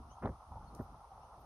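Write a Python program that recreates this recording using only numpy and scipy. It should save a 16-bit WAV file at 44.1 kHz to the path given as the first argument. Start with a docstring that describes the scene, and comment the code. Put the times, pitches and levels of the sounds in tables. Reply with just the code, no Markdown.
"""Tent in a light wind at dawn

On an open field a loose tent wall flaps twice: folds ripple through it, creases snap and
the panel pulls taut with a low thump. It rustles in between. Wind rumbles over a far-off rush
and a faint hiss; a bird and an insect call faintly off a tree line, and something ticks once."""
import sys
import numpy as np
from scipy import signal
from scipy.fft import rfft, irfft
from scipy.io import wavfile
from scipy.ndimage import uniform_filter1d

SR = 44100
rng = np.random.default_rng(int(sys.argv[2]) if len(sys.argv) > 2 else 0)


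def pcm_store(signal):
    """Save signal as 16-bit PCM."""
    levels = np.round(np.clip(np.atleast_2d(signal), -1, 1) * 32767)
    wavfile.write(sys.argv[1], SR, levels.astype(np.int16).T)


N = 63945


def undb(db):
    return 10 ** (np.asarray(db) / 20)


def unit(x):
    """Scale to rms 1."""
    return x / np.sqrt(np.mean(x ** 2) + 1e-30)


def clock():
    return np.arange(N) / SR


def stereo(mid, side):
    return np.array([mid + side, mid - side])


def colour(x, spectrum):
    """Minimum-phase filter from (freq_hz, gain_db) points; -18 dB/octave above the last."""
    hz, db = np.array(spectrum, float).T
    f = np.maximum(np.arange(N + 1) * SR / (2 * N), 1)
    outline_db = np.interp(np.log(f), np.log(hz), db) - 18 * np.log2(np.maximum(f / hz[-1], 1))
    cepstrum = irfft(np.log(undb(outline_db)))
    cepstrum[1:N] *= 2
    cepstrum[N + 1:] = 0
    return irfft(rfft(np.tile(x, 2)) * np.exp(rfft(cepstrum)))[N:]


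def noise(spectrum):
    """Coloured noise, rms 1."""
    return unit(colour(rng.standard_normal(N), spectrum))


def lowpass(x, cutoff_hz):
    return signal.sosfilt(signal.butter(5, cutoff_hz, fs=SR, output="sos"), x)


def even(x, span_s):
    """Hold the local rms at 1."""
    return x / np.sqrt(uniform_filter1d(x ** 2, max(int(span_s * SR), 2)) + 1e-18)


def drift(rate_hz):
    """Smooth random motion, rms 1."""
    hold = max(int(SR / rate_hz), 1)
    steps = np.repeat(rng.standard_normal(N)[:N // hold + 1], hold)
    return unit(uniform_filter1d(steps, hold)[:N])


def burst(peak_s, rise_s, fall_s):
    """Gaussian rise, exponential fall."""
    t = clock() - peak_s
    return np.exp(-np.where(t < 0, (t / rise_s) ** 2, t / fall_s))


def contour(points):
    """Gain curve through (time_s, level_db) points."""
    return undb(np.interp(clock(), *np.array(points).T))


# Hiss spectrum: freq_hz, gain_db
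HISS_SPECTRUM = [(1500, -2.5), (2500, 0.5), (3500, 1.5), (4500, 1), (5700, 3.5), (7000, -4), (8500, -0.5),
                 (9800, 3.5), (11800, -5), (12800, -12.5), (13500, -26.5)]

def hiss(level_db=-78, side_db=-1):
    """Faint, wide hiss of the field."""
    return undb(level_db) * stereo(noise(HISS_SPECTRUM), undb(side_db) * noise(HISS_SPECTRUM))


# Rush spectra (mid, side, body): freq_hz, gain_db
RUSH_MID_SPECTRUM = [(100, -14), (250, -22.5), (430, -20.5), (600, -9), (790, 3), (930, -1), (1100, -3),
                     (1330, -6), (1600, -26), (2100, -32.5), (3200, -50.5)]
RUSH_SIDE_SPECTRUM = [(600, -42), (760, -5), (900, -4), (1270, -2), (1440, -7), (1600, -25), (2000, -27),
                      (3000, -28), (4000, -44.5)]
RUSH_BODY_SPECTRUM = [(200, -27), (380, -8.5), (520, -0.5), (750, 1), (1000, -3), (1400, -22)]
# Swell of the body: time_s, level_db
BODY_SWELL = [(0, -75), (.45, -78.5), (.95, -72.5), (1.25, -65), (1.45, -65.5)]

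def far_rush(level_db=-59, flicker_db=1.54, side_db=-8.5):
    """Flickering far-off rush, wider toward its top; slowly gains body."""
    mid = noise(RUSH_MID_SPECTRUM) * undb(flicker_db * drift(rate_hz=59.96))
    side = undb(side_db) * noise(RUSH_SIDE_SPECTRUM)
    body = noise(RUSH_BODY_SPECTRUM) * contour(BODY_SWELL)
    return undb(level_db) * stereo(mid, side) + body


def whistle(start_s, length_s, start_hz, end_hz, wobble=0.0063):
    """Phase and envelope of one gliding, slightly unsteady note."""
    progress = np.clip((clock() - start_s) / length_s, 0, 1)
    hz = (start_hz + (end_hz - start_hz) * progress) * (1 + wobble * drift(rate_hz=400))
    return 2 * np.pi * np.cumsum(hz) / SR, np.sin(np.pi * progress)


# Bird calls; bird and insect pips: start_s, length_s, start_hz, end_hz, source_db
BIRD_CALLS = [(0.085, 0.057, 2720, 3360, -74), (.618, .055, 2800, 3350, -87),
              (1.197, .062, 2470, 3186, -81.5)]
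THIN_PIPS = [(.667, 0.031, 4340, 4290, -75), (0.805, 0.029, 12200, 11880, -71.5),
             (1.396, 0.022, 12040, 12000, -73)]

def wildlife(octave_db=3.5):
    """A distant bird's rising calls with a strong octave, and thin, nearly level pips."""
    out = 0
    for *note, source_db in BIRD_CALLS:
        phase, envelope = whistle(*note)
        out += undb(source_db) * envelope * (np.sin(phase) + undb(octave_db) * np.sin(2 * phase))
    for *note, source_db in THIN_PIPS:
        phase, envelope = whistle(*note)
        out += undb(source_db) * envelope * np.sin(phase)
    return out


def tree_line(calls, echo_db=2, decay_s=0.017):
    """Trees scatter the calls into a short blur, different on each side."""
    tail = rng.standard_normal((2, N)) * np.exp(-clock() / decay_s)
    tail /= np.sqrt(np.sum(tail ** 2, axis=1, keepdims=True))
    echo = signal.fftconvolve(calls[None], tail, axes=1)[:, :N]
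    return calls / 2 + undb(echo_db) * echo


# Tick spectrum: freq_hz, gain_db
TICK_SPECTRUM = [(2000, -23), (4000, -7), (5600, -1), (7000, -3), (10000, 0.5), (12000, -3), (13200, -9),
                 (14000, -14), (16000, -16)]

def tick(peak_s=0.7495, level_db=-58.5, fall_s=0.0019, tail_db=-14.5, tail_s=0.052):
    """One small bright tick, perhaps tent hardware, with a faint tail."""
    rise_s = fall_s / 10
    envelope = burst(peak_s, rise_s, fall_s) + undb(tail_db) * burst(peak_s, rise_s, tail_s)
    return undb(level_db) * envelope * stereo(noise(TICK_SPECTRUM), noise(TICK_SPECTRUM))


# Wind rumble spectrum: freq_hz, gain_db
RUMBLE_SPECTRUM = [(12, -40.5), (26, -18), (42, 4.5), (65, 2), (100, -3), (160, -10), (300, -20.5),
                   (550, -25.5), (1200, -60)]
# Gust strength: time_s, level_db
GUSTS = [(0, -53), (.1, -56), (0.191, -65.5), (.27, -48), (.32, -47), (.37, -60), (.455, -68), (.51, -51),
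         (0.682, -55), (.73, -56), (.82, -56), (.87, -57.5), (.94, -56), (1.01, -65), (1.2, -60.5),
         (1.3, -64.5), (1.45, -60)]

def wind():
    """Low buffeting that follows the gusts."""
    return even(noise(RUMBLE_SPECTRUM), span_s=0.07) * contour(GUSTS)


# Rustle spectrum: freq_hz, gain_db
RUSTLE_SPECTRUM = [(300, -26), (550, -9), (700, -9), (830, 6.5), (950, 3), (1100, -18), (1350, -13.5),
                   (1600, -44.5), (2500, -58)]
# Light rustles: peak_s, level_db
CREASE_RUSTLES = [(0.116, -52), (0.185, -51.5), (0.522, -46), (0.559, -45.5), (.574, -46.5), (0.584, -55),
                  (.613, -50), (.947, -53), (1.046, -47.5), (1.12, -48.5), (1.18, -50.5)]

def rustles(rise_s=0.0029, fall_s=0.0059):
    """Creases rustle as the wall refills."""
    envelope = sum(undb(db) * burst(peak_s, rise_s, fall_s) for peak_s, db in CREASE_RUSTLES)
    return envelope * even(noise(RUSTLE_SPECTRUM), span_s=0.015)


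# Snap spectrum: freq_hz, gain_db
SNAP_SPECTRUM = [(200, -10), (600, 2.5), (1000, 3.5), (1500, -9.5), (2100, -17), (2700, -25.5), (4000, -18),
                 (5000, -42)]
# Sharp snaps: peak_s, level_db, cutoff_hz
CREASE_SNAPS = [(.2245, -45, 2400), (0.234, -41, 2220), (0.2397, -40, 2400), (0.2573, -36, 4500),
                (0.274, -38, 2440), (.292, -44, 1750), (0.7934, -46, 1880), (.8075, -42, 1860)]

def snaps(fall_s=0.0034):
    """Creases snap during the big flaps."""
    out = 0
    for peak_s, level_db, cutoff_hz in CREASE_SNAPS:
        crack = even(lowpass(noise(SNAP_SPECTRUM), cutoff_hz), span_s=0.0059)
        out += undb(level_db) * burst(peak_s, fall_s / 5, fall_s) * crack
    return out


# Wall thumps: peak_s, level_db, pitch_hz
WALL_THUMPS = [(0.255, -33, 128), (.298, -37, 89), (.513, -45.5, 81), (0.561, -45, 89), (.801, -35.5, 105),
               (.818, -39, 81)]

def thumps(rise_s=0.002, fall_s=0.0094):
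    """The panel pulls taut and swings for a cycle or two."""
    out = 0
    for peak_s, level_db, pitch_hz in WALL_THUMPS:
        swing = np.sin(2 * np.pi * pitch_hz * (clock() - peak_s))
        out += undb(level_db) * burst(peak_s, rise_s, fall_s) * swing
    return out


# Rippling cloth spectrum: freq_hz, gain_db
CLOTH_SPECTRUM = [(40, -20), (80, -1), (130, -3.5), (230, 0), (330, -5), (600, -7.5), (1100, -15.5),
                  (1500, -21), (2100, -32.5), (4000, -39), (8000, -31)]
# Wall flaps: peak_s, rise_s, fall_s, level_db, cutoff_hz
WALL_FLAPS = [(0.231, 0.011, 0.014, -43, 2300), (.259, 0.02, 0.014, -33, 1910),
              (.297, 0.019, .014, -45, 614), (0.801, 0.0066, .011, -37.5, 740),
              (.003, 0.014, 0.015, -51.5, 338), (.092, 0.01, 0.0079, -55, 330),
              (.765, 0.057, 0.023, -56.5, 707), (0.931, 0.022, 0.0052, -59, 275),
              (1.41, .04, 0.03, -63.5, 610)]

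def flaps(ripple_hz=171.1, jitter=0.3, scatter_db=2.5, noise_db=-4, swing_limit_rms=1.2):
    """Folds run through the wall as uneven soft pulses, with cloth noise between them."""
    out = 0
    for peak_s, rise_s, fall_s, level_db, cutoff_hz in WALL_FLAPS:
        gap, size, polarity = rng.standard_normal((600, 3)).T
        fold_s = np.cumsum(np.exp(jitter * gap)) / ripple_hz
        heights = undb(scatter_db * size) * np.sign(polarity)
        pulses = np.bincount((fold_s * SR).astype(int), heights, N)[:N]
        cloth = unit(colour(pulses, CLOTH_SPECTRUM)) + undb(noise_db) * noise(CLOTH_SPECTRUM)
        swing = np.tanh(unit(cloth) / swing_limit_rms)  # taut cloth limits its swing
        ripple = even(lowpass(swing, cutoff_hz), span_s=0.011)
        out += undb(level_db) * burst(peak_s, rise_s, fall_s) * ripple
    return out


def scene(left_lag_s=0.00008):
    """The tent over the field; its sound reaches the left microphone port later."""
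    tent = flaps() + thumps() + snaps() + rustles()
    tent_left = np.interp(clock() - left_lag_s, clock(), tent)
    return np.array([tent_left, tent]) + wind() + tree_line(wildlife()) + far_rush() + hiss() + tick()


def record(dry, notch_hz=7583, notch_width_hz=410, notch_db=-30, mono_below_hz=990, top_hz=15750):
    """Narrow treble notch, bass folded to mono, steep top cut."""
    f = np.arange(N + 1) * SR / (2 * N)
    notch = undb(notch_db * np.exp(-((f - notch_hz) / notch_width_hz) ** 2))
    left, right = rfft(dry, 2 * N) * notch
    width = 1 - 1 / (1 + (f / mono_below_hz) ** 6)
    heard = irfft(stereo(left + right, width * (left - right)) / 2)[:, :N]
    top_cut = signal.ellip(8, 0.2, 70, top_hz, fs=SR, output="sos")
    return signal.sosfilt(top_cut, heard)


dry = scene()
out = record(dry)
pcm_store(out)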